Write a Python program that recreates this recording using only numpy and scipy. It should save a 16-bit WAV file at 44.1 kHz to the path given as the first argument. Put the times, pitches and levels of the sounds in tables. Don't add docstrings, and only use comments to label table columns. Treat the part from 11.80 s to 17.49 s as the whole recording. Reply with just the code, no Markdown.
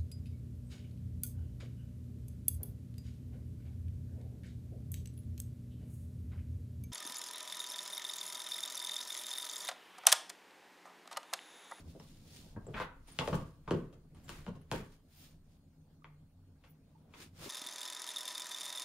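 import sys
import numpy as np
from scipy import signal
from scipy.fft import rfft, irfft, next_fast_len
from scipy.io import wavfile
from scipy.ndimage import uniform_filter1d, map_coordinates

SR = 44100
rng = np.random.default_rng(int(sys.argv[2]) if len(sys.argv) > 2 else 0)


def digitize_waveform(pressure):
    field = np.atleast_2d(pressure).T
    bounded = np.clip(field, -1, 1)
    quanta = np.round(bounded * 32767).astype(np.int16)
    wavfile.write(sys.argv[1], SR, quanta)


def undo_db(level):
    steps = np.asarray(level, float) / 20
    return 10 ** steps


N = 250750


def unit(x):
    return x / np.sqrt(np.mean(x ** 2) + 1e-20)


def along(points, hz):
    f, v = np.transpose(points)
    return np.interp(np.log(hz + 1), np.log(f + 1), v)


def curves(rows):
    s, *cols = np.transpose(rows)
    return [np.interp(np.arange(N) / SR, s, c) for c in cols]


def wobble(rate):
    knots = rng.standard_normal(int(N * rate / SR) + 4)
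    return map_coordinates(knots, [np.arange(N) * rate / SR])


def filtered(x, response):
    n = x.shape[-1]
    m = next_fast_len(n + 8192)
    return irfft(rfft(x, m) * response(np.fft.rfftfreq(m, 1 / SR)), m)[..., :n]


def hump(hz, pitch_hz, rise_db, fall_db):
    octaves = np.log2((hz + 1) / pitch_hz)
    return undo_db(np.where(octaves < 0, rise_db, -fall_db) * octaves)


def spread(pair, spectrum):
    # f/Hz, left-right likeness
    alike = [(60, 0.97), (130, 1), (290, 0.93), (640, 0.71), (1410, 0.33), (3100, 0.17), (6800, 0.065),
             (15000, 0.13)]

    def mid_side(hz):
        turn = np.arccos(np.clip(along(alike, hz), -1, 1)) / 2
        return undo_db(along(spectrum, hz)) * [np.cos(turn), np.sin(turn)]

    mid, side = filtered(pair, mid_side)
    return np.array([mid + side, mid - side])


def rush(spectrum, patchy_db):
    z = signal.stft(rng.standard_normal((2, N)), nperseg=512)[2]
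    field = uniform_filter1d(rng.standard_normal(z.shape[1:]), size=6, axis=0)
    field = uniform_filter1d(field, size=8, axis=1)
    pair = signal.istft(z * undo_db(patchy_db * unit(field)), nperseg=512)[1][:, :N]
    return unit(spread(pair, spectrum))


def strokes(rows):
    t = np.arange(N) / SR
    gains = []
    for s, db, swell, fade, *_ in rows:
        away = abs(t - s) / np.where(t < s, swell, fade)
        loss_db = 25 * away ** 1.37
        gains.append(undo_db(np.maximum(db - loss_db, -160)))
    return np.array(gains)


def joined(gains):
    return np.sqrt(np.sum(gains ** 2, axis=0))


def hiss():
    # f/Hz, density/dB per Hz
    noise_colour = [(300, -16), (700, -12.5), (1500, 1), (3000, -1), (8000, -4.5), (15700, -2)]
    return undo_db(-80.5) * rush(noise_colour, patchy_db=-2.7)


def whine():
    level = undo_db(-93 + 2.5 * wobble(23))
    tone = level * np.sin(2 * np.pi * 4360 * np.arange(N) / SR + 1.1 * wobble(60))
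    return tone * np.array([[1.4], [-.6]])


def refrigerator():
    # f/Hz, level/dB rms
    tones = [(88, -73.5), (153, -70.5), (268, -80.5)]
    t = np.arange(N) / SR
    hum = np.zeros(N)
    for hz, db in tones:
        level = undo_db(db + 3.0 + 3.9 * wobble(6.9))
        hum += level * np.sin(2 * np.pi * hz * t + 1.88 * wobble(7.0))
    return hum


def joists():
    # peak t/s, drone level/dB, swell/s, fade/s, sway over drone/dB
    presses = [(0, -58, .1, 0.82, -3.5), (.7, -59.5, 1, 0.93, -4), (1.01, -59, 0.45, 0.14, 5),
               (1.17, -70, 0.16, 0.22, 14.5), (1.57, -46, 0.17, 0.16, 0.5), (1.9, -66, 0.67, 0.63, 10.5),
               (2.5, -60.5, 0.54, 0.79, 4.5), (2.96, -56, 0.08, 0.26, 5), (3.5, -66, 0.13, 0.35, -6.5),
               (3.7, -77, 0.4, 0.21, 8), (5.3, -69, 1, 0.95, -13.5), (5.6, -63.5, 0.56, 0.26, -3.5)]
    # f/Hz, density/dB per Hz
    sway_colour = [(10, -39.5), (20, 4.5), (35, -3), (60, -4.5), (90, -23.5), (200, -52.5)]
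    # f/Hz, density/dB per Hz
    drone_colour = [(35, -35), (60, -20), (76, -4), (97, -3.5), (114, -11.5), (161, -2), (183, -10.5),
                    (268, -11.5), (348, -20.5), (683, -27), (773, -29), (1600, -39.5), (2080, -80),
                    (3520, -120)]
    rest_sway_db, rest_drone_db = -70.5, -67.5
    load = strokes(presses)
    sway_load = joined(load * undo_db(np.array(presses)[:, -1:]))
    sway = np.hypot(undo_db(rest_sway_db), sway_load) * rush(sway_colour, patchy_db=1)
    drone = np.hypot(undo_db(rest_drone_db), joined(load)) * undo_db(2.96) * rush(drone_colour, patchy_db=2.5)
    return sway + drone


def cloth():
    # peak t/s, rustle level/dB, swell/s, fade/s, heavy folds over rustle/dB
    fabric = [(0, -68.5, 0.043, 0.046, 5), (.11, -71.5, 0.12, 0.061, -25), (.28, -71.5, 0.35, 0.46, -8),
              (.57, -63.5, 0.21, 0.25, -15), (1.02, -72.5, 0.29, 0.12, 3), (1.29, -67, .04, 0.11, 2.5),
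              (1.46, -63, 0.23, 0.2, 4), (1.549, -66.5, 0.29, 0.23, 2.5), (1.95, -73, 0.13, 0.18, 10.5),
              (2.37, -80.5, 0.029, 0.41, 6), (2.528, -64.5, 0.085, 0.21, 9), (2.75, -86.5, .2, 0.25, -11),
              (2.958, -61, 0.06, 0.12, 13.5), (3.14, -76.5, 0.22, 0.079, 3.5),
              (3.33, -79, 0.053, 0.17, -12), (3.441, -67, .2, 0.15, -4), (3.72, -82, 0.11, 0.14, -5.5),
              (4.88, -85, 0.12, 0.042, 11), (5.15, -90.5, 0.32, .2, 9.5), (5.359, -81, 0.1, 0.087, 10),
              (5.42, -60, 0.091, 0.083, 3.5), (5.648, -54.5, 0.1, 0.3, 3)]
    # peak t/s, level/dB, swell/s, fade/s
    sleeve = [
        (3.42, -63, 0.18, 0.13),
        (4.91, -67.5, 0.051, 0.033),
        (5.42, -79, .06, .07),
        (5.68, -62, .14, .1),
    ]
    # f/Hz, density/dB per Hz
    weave = [(300, -25), (1200, -11.5), (2200, -6.5), (3500, -2), (5000, -3.5), (7500, -7.5), (9500, -8),
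             (12500, -10), (15700, -10)]
    fold = [(120, -73), (300, 1.5), (600, -9.5), (1200, -7), (2500, -9), (5000, -25.5)]
    sheen = [(3000, -33), (8000, -16), (11000, 0), (15000, 11), (15700, -2)]
    rubs = strokes(fabric)
    heavy = joined(rubs * undo_db(np.array(fabric)[:, -1:]))
    catches = undo_db(.8 * wobble(40) + 1.2 * wobble(300))
    fine = joined(rubs) * rush(weave, patchy_db=.7)
    folds = heavy * undo_db(-6.0) * rush(fold, patchy_db=1.0)
    swish = joined(strokes(sleeve)) * rush(sheen, patchy_db=5.5)
    return catches * (undo_db(5.5) * (fine + folds) + swish)


def ticks():
    # t/s, peak level/dB, f/Hz, t60/s
    taps = [
        (0.197, -60, 5460, 0.049),
        (.867, -54.5, 7600, 0.052),
        (1.274, -61, 9500, 0.14),
        (1.316, -56.5, 9500, 0.12),
        (2.346, -65.5, 9210, 0.038),
        (2.442, -67, 7400, 0.2),
        (2.814, -66, 11000, 0.044),
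        (4.22, -63, 1210, 0.045),
        (5.149, -63.5, 887, 0.13),
    ]
    out, t = np.zeros((2, N + SR)), np.arange(SR // 8) / SR
    for s, db, pitch_hz, t60 in taps:
        band = lambda hz: np.exp(-((hz / pitch_hz - 1) / .07) ** 2)
        puff = unit(filtered(rng.standard_normal((2, len(t))), band))
        onset = 1 - np.exp(-t / 0.00067)
        out[:, round(s * SR):][:, :len(t)] += puff * undo_db(db - 60 * t / t60) * onset
    return out[:, :N]


def echo():
    # f/Hz, t60/s
    kitchen = [(80, 0.077), (210, 0.48), (560, 0.33), (1470, 0.44), (3880, 0.3), (10200, 0.073)]
    hz, t, z = signal.stft(rng.standard_normal((2, SR // 2)), SR, nperseg=256)
    build = 1 - np.exp(-t * (hz[:, None] + 60) / 2.0)
    room = undo_db(-60 * t / along(kitchen, hz)[:, None])
    cupboards = 3.4 * undo_db(-60 * t / 0.056)
    tail = signal.istft(z * build * (room + cupboards), SR, nperseg=256)[1][:, :SR // 2]
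    fade_in = np.clip(np.arange(SR // 2) / (0.0081 * SR), 0, 1)
    tail = rfft(spread(tail, [(20, 0)]) * fade_in)
    power = uniform_filter1d(np.mean(abs(tail) ** 2, axis=0), size=60)
    return irfft(tail / np.sqrt(power), SR // 2)


def boards(hz):
    # f/Hz, width/Hz, boost/dB
    modes = [(118.4, 75, 4.5), (163, 86, 5), (273, 41, 2), (356.3, 46, 7.5), (424, 36, 7.5), (528, 97, 11),
             (655, 9.7, 8), (917, 95, 7.5), (1122, 120, 6.5), (1530, 150, 3.5), (3050, 680, 4.5)]
    gain = 1
    for c, w, db in modes:
        gain = gain * (1 + (undo_db(db) - 1) * 1j * hz * w / (c * c - hz * hz + 1j * hz * w))
    return gain


def blows(events, dry_db, wet_db, blur_s, bending):
    # f/Hz, gain/dB
    left_lift = [(200, 0), (1000, 2), (3000, 5), (7000, 1), (12000, 0)]
    out, lead = np.zeros((2, N + SR)), 1024
    t = np.arange(SR // 2 - lead) / SR
    for s, thud_db, knock_db, pitch_hz, dull_db in events:
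        touch = rfft(np.pad(rng.standard_normal(len(t)) * np.exp(-t / blur_s), (lead, 0)))
        contact = irfft(touch / np.sqrt(uniform_filter1d(abs(touch) ** 2, size=150)), SR // 2)

        def floor(hz):
            thud = undo_db(thud_db) * hump(hz, 167, 4, 11.5)
            knock = undo_db(knock_db) * hump(hz, pitch_hz, 3.5, dull_db)
            air = hump(hz, 9000, 0, 8.5)
            bend = np.exp(-1j * bending * (np.sqrt(hz) - .0075 * hz))
            return np.hypot(thud, knock) * air * boards(hz) * bend

        wave = filtered(contact, floor)
        wave = wave + .4 * np.roll(wave, shift=rng.integers(25, 70))
        left = filtered(np.roll(wave, shift=2), lambda hz: undo_db(along(left_lift, hz)))
        sound = undo_db(dry_db) * np.array([left, wave])
        sound = sound + undo_db(wet_db) * signal.fftconvolve(wave[None], echo(), axes=1)[:, :SR // 2]
        out[:, round(s * SR):][:, :SR // 2] += sound
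    return out[:, lead:lead + N]


def creak():
    # t/s, slip rate f/Hz, level/dB
    slide = [
        (.937, 640, -54),
        (.943, 639, -65),
        (.965, 655, -52),
        (.975, 516, -44.5),
        (1.0, 502.5, -53.5),
        (1.02, 514, -40.5),
        (1.036, 500.5, -56),
        (1.048, 507, -49),
    ]
    # f/Hz, level/dB
    squeal = [(500, 0), (1000, 3), (1600, 3.5), (2500, -5.5), (3800, -11), (5000, -21.5), (9000, -30)]
    rate_hz, db = curves(slide)
    t = np.arange(N) / SR
    on = (t > slide[0][0]) & (t < slide[-1][0])
    turns = np.cumsum(rate_hz * (1 + .05 * wobble(250))) / SR
    slips = np.diff(np.floor(turns), prepend=0) * undo_db(3.5 * wobble(250))
    grit = 0.11 * rng.standard_normal(N)
    colour = lambda hz: undo_db(along([(200, -36)] + squeal, hz))
    direct = on * undo_db(db) * unit(filtered(slips + grit, colour))
    room = signal.fftconvolve(direct[None], echo(), axes=1)[:, :N]
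    return undo_db(2.5) * direct + undo_db(2.5) * room


def cracks():
    # t/s, thud level/dB, knock level/dB, knock f/Hz, dullness above it/dB per octave
    snaps = [
        (.199, -42, -43, 503, 4),
        (.866, -39.5, -31, 304, 10),
        (1, -60, -24, 952, 8.5),
        (1.389, -15.5, -21, 3000, 12),
        (1.476, -37, -20.5, 560, 6),
        (1.909, -18.5, -11.5, 307, 7),
        (2.493, -49, -35.5, 910, 2),
        (2.665, -24.5, -36, 1170, 8.5),
        (2.915, -15.5, -24.5, 890, 4),
        (4.244, -48, -40, 2090, 18.5),
    ]
    return blows(snaps, dry_db=17.5, wet_db=19, blur_s=.00002, bending=1.4)


def treads():
    # t/s, thud
    # level/dB, knock level/dB, knock f/Hz, dullness above it/dB per octave
    soft_blows = [(.149, -32, -31, 393, 15), (.763, -15, -38, 1740, 42.5), (.883, -20, -26, 302, 12),
                  (.942, -18, -28, 2470, 21.5), (1.279, -48.5, -50.5, 300, 1.5), (1.41, -18, -20, 807, 9),
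                  (1.488, -28, -34.5, 500, 17), (1.524, -10, -36.5, 970, 14), (1.529, -10, -19, 980, 10.5),
                  (1.544, -20, -41, 2910, -0.5), (1.603, -21.5, -56, 710, 5.5),
                  (1.877, -21.5, -26, 1080, 11), (1.933, -30.5, -8.5, 213, 9),
                  (2.127, -34, -46.5, 300, 3), (2.347, -31.5, -52.5, 880, 4), (2.437, -54, -60, 8100, -12),
              (2.481, -50, -47.5, 1290, 1), (2.678, -17, -31.5, 584, 7), (2.753, -31, -44.5, 500, 4.5),
              (2.814, -61, -58.5, 2560, 17), (2.933, -17.5, -21, 426, 6.5),
              (4.838, -45.5, -47.5, 2230, 10.5), (4.867, -56.5, -56, 2470, 18.5), (5.291, -58, -67, 900, 5),
              (5.338, -38, -40, 2330, 10.5), (5.622, -45, -39, 725, 14), (5.66, -37, -27.5, 300, 10)]
    return blows(soft_blows, dry_db=13.5, wet_db=19, blur_s=.004, bending=.5)


def scene():
    house = joists() + refrigerator() + hiss() + whine()
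    floor = undo_db([[.3], [-.3]]) * (cracks() + treads() + creak())
    return floor + cloth() + ticks() + house


def band_limit(x):
    return signal.sosfilt(signal.butter(12, 17010, fs=SR, output="sos"), x)


def record(dry):
    # f/Hz, share of the left port's treble that repeats the right port's
    shared = [(5500, 0), (7000, .4), (8600, .6), (10000, .82), (11000, .93), (16000, .93)]
    lag_s, turn_rad, limit_hz = .0004927, 2.77, 15760
    late = lambda hz: along(shared, hz) * np.exp(1j * (turn_rad - 2 * np.pi * hz * lag_s))
    own = lambda hz: np.sqrt(1 - along(shared, hz) ** 2)
    left = filtered(dry[1], late) + filtered(dry[0], own)
    band = lambda hz: hump(hz, 9500, 0, 5.5) * undo_db(-29 * (hz > limit_hz))
    return band_limit(filtered(np.array([left, dry[1]]), band))


dry = scene()
out = record(dry)
digitize_waveform(out)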